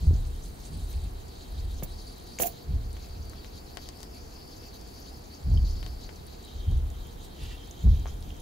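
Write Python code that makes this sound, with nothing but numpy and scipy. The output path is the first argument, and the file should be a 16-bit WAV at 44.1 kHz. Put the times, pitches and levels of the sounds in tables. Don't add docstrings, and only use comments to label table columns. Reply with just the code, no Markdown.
import sys
import numpy as np
from scipy import signal
from scipy.fft import rfft, irfft
from scipy.io import wavfile

SR = 44100
rng = np.random.default_rng(int(sys.argv[2]) if len(sys.argv) > 2 else 0)


def dump(signal):
    limited = np.clip(np.atleast_2d(signal).T, -1, 1)
    pcm = np.round(limited * 32767).astype(np.int16)
    wavfile.write(sys.argv[1], SR, pcm)


N = 370881
TIME = np.arange(N) / SR
BINS = np.fft.rfftfreq(N, 1 / SR)

# (frequency [Hz], in-phase density [dB], opposed density [dB])
ROOM_AIR = [(19.5, -97, -80), (50, -85.5, -82), (100, -74, -88), (158, -77, -92), (304, -77.5, -83),
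            (491, -81.5, -79.5), (551, -90.5, -82.5), (703, -84, -84.5), (1050, -92.5, -88),
            (1390, -96, -93), (2600, -101, -99), (8500, -107, -106), (13100, -105, -103),
            (15900, -106, -104)]
# (frequency [Hz], gain [dB])
RUMBLE_SPECTRUM = [(12, -27), (28, 0.5), (55, 1.5), (80, -0.5), (100, -11.5), (160, -14), (300, -28.5),
                   (800, -49)]
# (frequency [Hz], width [Hz], gain [dB], duration against the thump's [ratio])
FLOOR_MODES = [(37.6, 12, -5.5, 1.6), (61.3, 17, -1.5, 1.05), (74.46, 8.4, -2.5, 1.085),
               (108.7, 27.9, -13.5, 1.15), (150, 31, -17.5, 0.54), (183, 50, -25, 0.93),
               (272, 34, -34.5, 0.63)]
# (start [s], level [dB], rise [s], decay [s], tilt [dB per octave])
FLOOR_THUMPS = [(.01, -18.5, 0.073, 0.087, .5), (.67, -39, 0.089, 0.079, 10),
                (.76, -38, 0.067, 0.058, -8.5), (.92, -32.5, 0.042, 0.16, -1),
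                (1.45, -32.5, 0.18, 0.16, -2), (2.659, -26, 0.083, 0.088, 3.5),
                (3.15, -36, 0.038, 0.089, 2), (5.44, -17, 0.088, 0.081, -2), (6.52, -37, 0.054, 0.07, -8),
                (6.66, -20.5, 0.045, 0.093, 1), (7.38, -35, 0.048, 0.091, 1), (7.822, -17, 0.052, 0.079, 3)]
# (crest time [s], level [dB], rise [s], decay [s], extra for the body [dB])
FINGER_SCUFFS = [(1.836, -33.5, 0.0038, 0.0065, -16), (2.41, -29, 0.013, 0.019, 0),
                 (2.422, -23, 0.0024, 0.0092, -6.5), (2.445, -52, 0.0037, 0.012, 20.5),
                 (2.458, -39, 0.0034, 0.027, 5.5), (2.472, -33, 0.0075, .006, -19)]
# (frequency [Hz], gain [dB])
SKIN_RASP = [(500, 1.5), (1000, -24), (1300, -14.5), (2400, -10.5), (4000, -18), (5500, -12), (6700, -2.5),
             (8100, -11.5), (11300, -3.5), (13700, -1.5), (15300, -2.5)]
# (frequency [Hz], width [Hz], gain [dB])
CASE_MODES = [(5825, 30, -2), (10300, 30, 2), (11180, 110, 3), (12890, 40, 8), (13090, 30, 7),
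              (14480, 200, 2), (15195, 45, 13)]
# (frequency [Hz], width [Hz], gain [dB])
BODY_MODES = [(410, 190, 3.5), (689, 64, 10)]
# (time [s], level [dB], pitch [Hz], width [Hz])
CASE_KNOCKS = [(1.825, -30.5, 526, 109), (1.829, -28, 108, 70), (1.827, -35, 2190, 1500),
               (2.3872, -27, 2280, 400), (2.3884, -23, 6600, 620), (2.4, -21, 480, 183),
               (2.402, -26, 3020, 600), (2.435, -23, 2650, 1030), (8.0577, -28, 596, 497),
               (8.059, -53, 2220, 1600), (8.068, -33.5, 1080, 700), (8.084, -43, 1690, 910)]
# (frequency [Hz], width [Hz], gain [dB])
PAN_MODES = [(1850, 55, 8.5), (3123, 130, 6), (3860, 120, -2), (4604, 96, 4), (5250, 110, 5)]
# (crest time [s], level [dB], half-length [s], centre [Hz])
SPRAY_PUFFS = [(7.248, -62.5, .016, 7460), (7.433, -56, .035, 3140), (7.522, -58, 0.029, 3000)]
# (time [s], level [dB], pitch [Hz], width [Hz], left over right [dB])
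GAS_POPS = [(0.653, -37, 6900, 900, -11), (2.93, -37.5, 8600, 2500, 15), (2.968, -38, 2030, 2000, 6),
            (3.297, -37.5, 8000, 5000, 18), (3.334, -50, 1210, 300, 16), (3.446, -35, 2330, 2470, 9),
            (3.7719, -25, 2300, 5100, 15.5), (3.889, -30.5, 4380, 5030, 21.5), (4.005, -38, 4600, 5000, 21),
            (4.0309, -30, 4450, 6000, 19.5), (4.813, -35.5, 5600, 3000, 5), (5.574, -43, 3140, 200, 18),
            (5.829, -34.5, 2360, 2500, 17), (5.864, -36, 3000, 3000, 25), (6.092, -40, 1680, 1500, 16),
            (6.450, -37, 8740, 900, 2), (6.903, -37, 7050, 1200, -6), (7.711, -34.5, 6440, 500, -6),
            (8.226, -34, 4230, 1800, 0), (8.305, -40, 2850, 240, -4)]
# (frequency [Hz], width [Hz], gain [dB])
PLOP_MODES = [(556, 800, -1), (885, 360, -12.5), (1760, 470, -6.5)]
# (frequency [Hz], gain [dB])
SPRAY_SPECTRUM = [(1200, -8), (2500, 2), (5500, 4.5), (6900, 8), (8200, -8.5), (11000, -1), (16000, -4)]
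# (time [s], level [dB])
SIZZLE_LEVEL = [(0, -64), (.85, -59), (1.3, -68.5), (2.2, -62.5), (2.7, -77), (4.2, -73), (5.2, -72),
                (8.4, -92)]
# (time [s], pitch [Hz], level [dB])
POCKET_PATH = [(0, 4050, -55), (.55, 4080, -55), (1.4, 4040, -54), (1.85, 3940, -54.5), (2.05, 4330, -49.5),
               (2.4, 4220, -51.5), (2.9, 4180, -56), (3.75, 4440, -53.5), (4.3, 4660, -55),
               (4.95, 4480, -54.5), (5.75, 4580, -52), (6.2, 4334, -55), (6.6, 3700, -52), (6.9, 3600, -55),
               (7.3, 3960, -52.5), (7.53, 3430, -53.5), (7.8, 3650, -55), (8.4, 3450, -58)]
# (time [s], left over right [dB])
BEAD_BEARING = [(0, -0.5), (2.3, 1), (3.5, 1.5), (6.0, 2), (6.8, -0.5), (8.4, -1.5)]


def amp(db):
    return 10 ** (np.asarray(db) / 20)


def unit(x):
    return x / np.sqrt(np.mean(x ** 2) + 1e-20)


def in_time(rows):
    s, *columns = np.transpose(rows)
    return [np.interp(TIME, s, c) for c in columns]


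def tint(x, spectrum):
    hz, db = np.transpose(spectrum)
    return irfft(rfft(x) * amp(np.interp(np.log(BINS + 1), np.log(hz), db)), N)


def drift(per_s):
    knots = rng.standard_normal(4000)
    return unit(np.interp(TIME * per_s, np.arange(len(knots)), knots))


def resonate(x, hz, width_hz):
    r = np.exp(-np.pi * width_hz / SR)
    feedback = [1, -2 * r * np.cos(2 * np.pi * hz / SR), r * r]
    return signal.lfilter(np.array([1, 0, -1]) * (1 - r * r) / 2, feedback, x + 1e-18)


def ringing(x, modes):
    return sum(amp(db) * resonate(x, hz, width) for hz, width, db in modes)


def pair(mid, side, side_db):
    return unit(mid + amp(side_db) * side * np.array([[1], [-1]]))


def balance(db):
    return amp(np.array([[1], [-1]]) * db / 2)


def add(out, s, sound):
    i = round(s * SR)
    out[:, i:i + sound.shape[-1]] += sound[..., :N - i]


def swell(crest, rise, decay):
    t = TIME - crest
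    return np.exp(-np.minimum(np.where(t < 0, (t / rise) ** 2, t / decay), 40))


def echoes(x, t60, samples=22050):
    t = np.arange(samples) / SR
    tail = rng.standard_normal((2, samples)) * amp(-60 * t / t60) * (t > .001)
    tail /= np.sqrt((tail ** 2).sum(1, keepdims=True))
    return signal.fftconvolve(np.atleast_2d(x), tail, axes=1)[:, :N]


def grains(per_s, spread_db):
    sizes = amp(spread_db * np.minimum(rng.exponential(1, N), 6))
    return unit((rng.random(N) < per_s / SR) * sizes * rng.choice([-1, 1], N))


def burst(hz, width_hz, samples=4096):
    push = signal.lfilter([1], [1, -np.exp(-4 * np.pi * hz / SR)], signal.unit_impulse(samples))
    ring = resonate(push, hz, width_hz)
    return ring / np.abs(ring).max()


def room(rumble_db=-47.5, heave_db=-27):
    white, air = rng.standard_normal((4, N)), np.array(ROOM_AIR)
    mid, side = (np.sqrt(SR / 2) * tint(white[k], air[:, [0, k + 1]]) for k in range(2))
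    rumble = pair(*tint(white[2:], RUMBLE_SPECTRUM), side_db=-13.5)
    heave = sum(amp(db + heave_db) * swell(s + 0.42, rise=0.15, decay=0.29)
                for s, db, *_ in FLOOR_THUMPS)
    return np.array([mid + side, mid - side]) + (amp(rumble_db) + heave) * rumble


def thumps():
    out = np.zeros(N)
    for hz, width, mode_db, stretch in FLOOR_MODES:
        band = resonate(resonate(rng.standard_normal(N), hz, width), hz, width)
        analytic = signal.hilbert(unit(band))
        motion = unit(analytic.real / (np.abs(analytic) + 0.037))
        octaves = np.log2(hz / 65)
        force = sum(amp(db + tilt * octaves)
                    * swell(s + rise * stretch, 0.61 * rise * stretch, decay * stretch)
                    for s, db, rise, decay, tilt in FLOOR_THUMPS)
        out += amp(mode_db) * force * motion
    return out + amp(-15.5) * np.imag(signal.hilbert(out)) * np.array([[1], [-1]])


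def scuffs():
    pressure = sum(amp(db) * swell(s, rise, decay) for s, db, rise, decay, _ in FINGER_SCUFFS)
    push = sum(amp(db + extra) * swell(s, rise, decay) for s, db, rise, decay, extra in FINGER_SCUFFS)
    slips = np.array([grains(per_s=8000, spread_db=1) for _ in range(2)])
    rasp = pressure * pair(*tint(slips, SKIN_RASP), side_db=1.0)
    body = push * pair(*ringing(ringing(slips, BODY_MODES), BODY_MODES), side_db=4.5)
    return (amp(1.5) * (rasp + ringing(rasp, CASE_MODES)) + amp(-3) * body) * balance(db=-5.5)


def knocks():
    out = np.zeros((2, N))
    for s, db, hz, width in CASE_KNOCKS:
        add(out, s, amp(db) * burst(hz, width))
    return (out + amp(-2.5) * echoes(out, t60=0.15)) * balance(db=1.5)


def pinpricks(level_db=-50, spread_db=9, count=90):
    out = np.zeros((2, N))
    for when, pitch, size, side in rng.random((count, 4)):
        ping = amp(level_db + spread_db * size ** 3) * burst(hz=5500 + 8000 * pitch, width_hz=800)
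        add(out, when * TIME[-1], ping * balance(db=8 * (side - .5)))
    return out + echoes(out, t60=.015)


def puffs():
    out = np.zeros(N)
    for s, db, half_length, hz in SPRAY_PUFFS:
        cloud = unit(resonate(grains(per_s=5800, spread_db=-1.5), hz, width_hz=.5 * hz))
        out += amp(db) * np.exp(-((TIME - s) / half_length) ** 2 / 2) * cloud
    return amp(4.5) * (out + echoes(out, t60=0.02))


def pops(plop_db=-12, plop_db_per_octave=-7):
    out = np.zeros((2, N))
    for s, db, hz, width, side in GAS_POPS:
        smallness = hz / 3500
        plop = sum(amp(mode_db) * burst(mode_hz * smallness ** .2, mode_width)
                   for mode_hz, mode_width, mode_db in PLOP_MODES)
        plop *= amp(plop_db + plop_db_per_octave * np.log2(smallness))
        add(out, s, amp(db) * balance(side) * (burst(hz, width) + plop))
    out += amp(-10.5) * ringing(out, PAN_MODES)
    dull = signal.sosfilt(signal.butter(1, 4000, fs=SR, output="sos"), out)
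    early = amp(-10.5) * echoes(out, t60=0.026) + amp(-1.5) * echoes(dull, t60=0.08)
    return out + early + amp(-17) * echoes(dull, t60=0.75)


def spray(flicker_db=3.5, bands=9):
    edges_hz, out = np.geomspace(1200, 16000, bands + 1), np.zeros(N)
    for band in zip(edges_hz, edges_hz[1:]):
        bandpass = signal.butter(2, band, "band", fs=SR, output="sos")
        drops = signal.sosfilt(bandpass, grains(per_s=2300, spread_db=4.5))
        out += drops * amp(flicker_db * drift(per_s=28))
    out = tint(out, SPRAY_SPECTRUM)
    return unit(out + amp(1.5) * echoes(out, t60=0.064))


def in_pan(x, echo_db):
    coloured = x + ringing(x, PAN_MODES)
    return unit(coloured + amp(echo_db) * echoes(coloured, t60=0.04))


def gas_pocket(x, hz, width_hz, block=128):
    r, out, state = np.exp(-np.pi * width_hz / SR), np.zeros(N), np.zeros((2, 2))
    for i in range(0, N, block):
        section = [1 - r, 0, r - 1, 1, -2 * r * np.cos(2 * np.pi * hz[i] / SR), r * r]
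        out[i:i + block], state = signal.sosfilt([section, section], x[i:i + block], zi=state)
    return unit(out)


def fizz(wander=0.034, surge_db=1.07, sputter_db=2.0, fresh_db=2.5, fresh_s=0.83):
    pocket_hz, hiss_db = in_time(POCKET_PATH)
    sizzle_db, = in_time(SIZZLE_LEVEL)
    bearing_db, = in_time(BEAD_BEARING)
    surge = drift(per_s=6)
    sputter = amp(surge_db * surge + sputter_db * drift(per_s=24))
    hiss_hz = pocket_hz * (1 + 0.0085 * surge + wander * drift(per_s=35))
    low_ring = gas_pocket(grains(per_s=9000, spread_db=3.0), hiss_hz, width_hz=1070)
    hiss = amp(hiss_db - 2.75) * in_pan(low_ring, echo_db=-2)
    sizzle_hz = pocket_hz * (2.09 + .055 * TIME)
    high_ring = gas_pocket(grains(per_s=2000, spread_db=4.0), sizzle_hz, width_hz=2600)
    sizzle = amp(sizzle_db) * in_pan(high_ring, echo_db=5)
    spray_db = -60.5 + fresh_db * np.exp(-(TIME / fresh_s) ** 4)
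    return (hiss + sizzle + amp(spray_db) * spray()) * sputter * balance(bearing_db)


def scene():
    return room() + thumps() + scuffs() + knocks() + pinpricks() + puffs() + pops() + fizz()


def record(dry):
    return signal.sosfilt(signal.ellip(12, .1, 80, 15700, fs=SR, output="sos"), dry)


dry = scene()
out = record(dry)
dump(out)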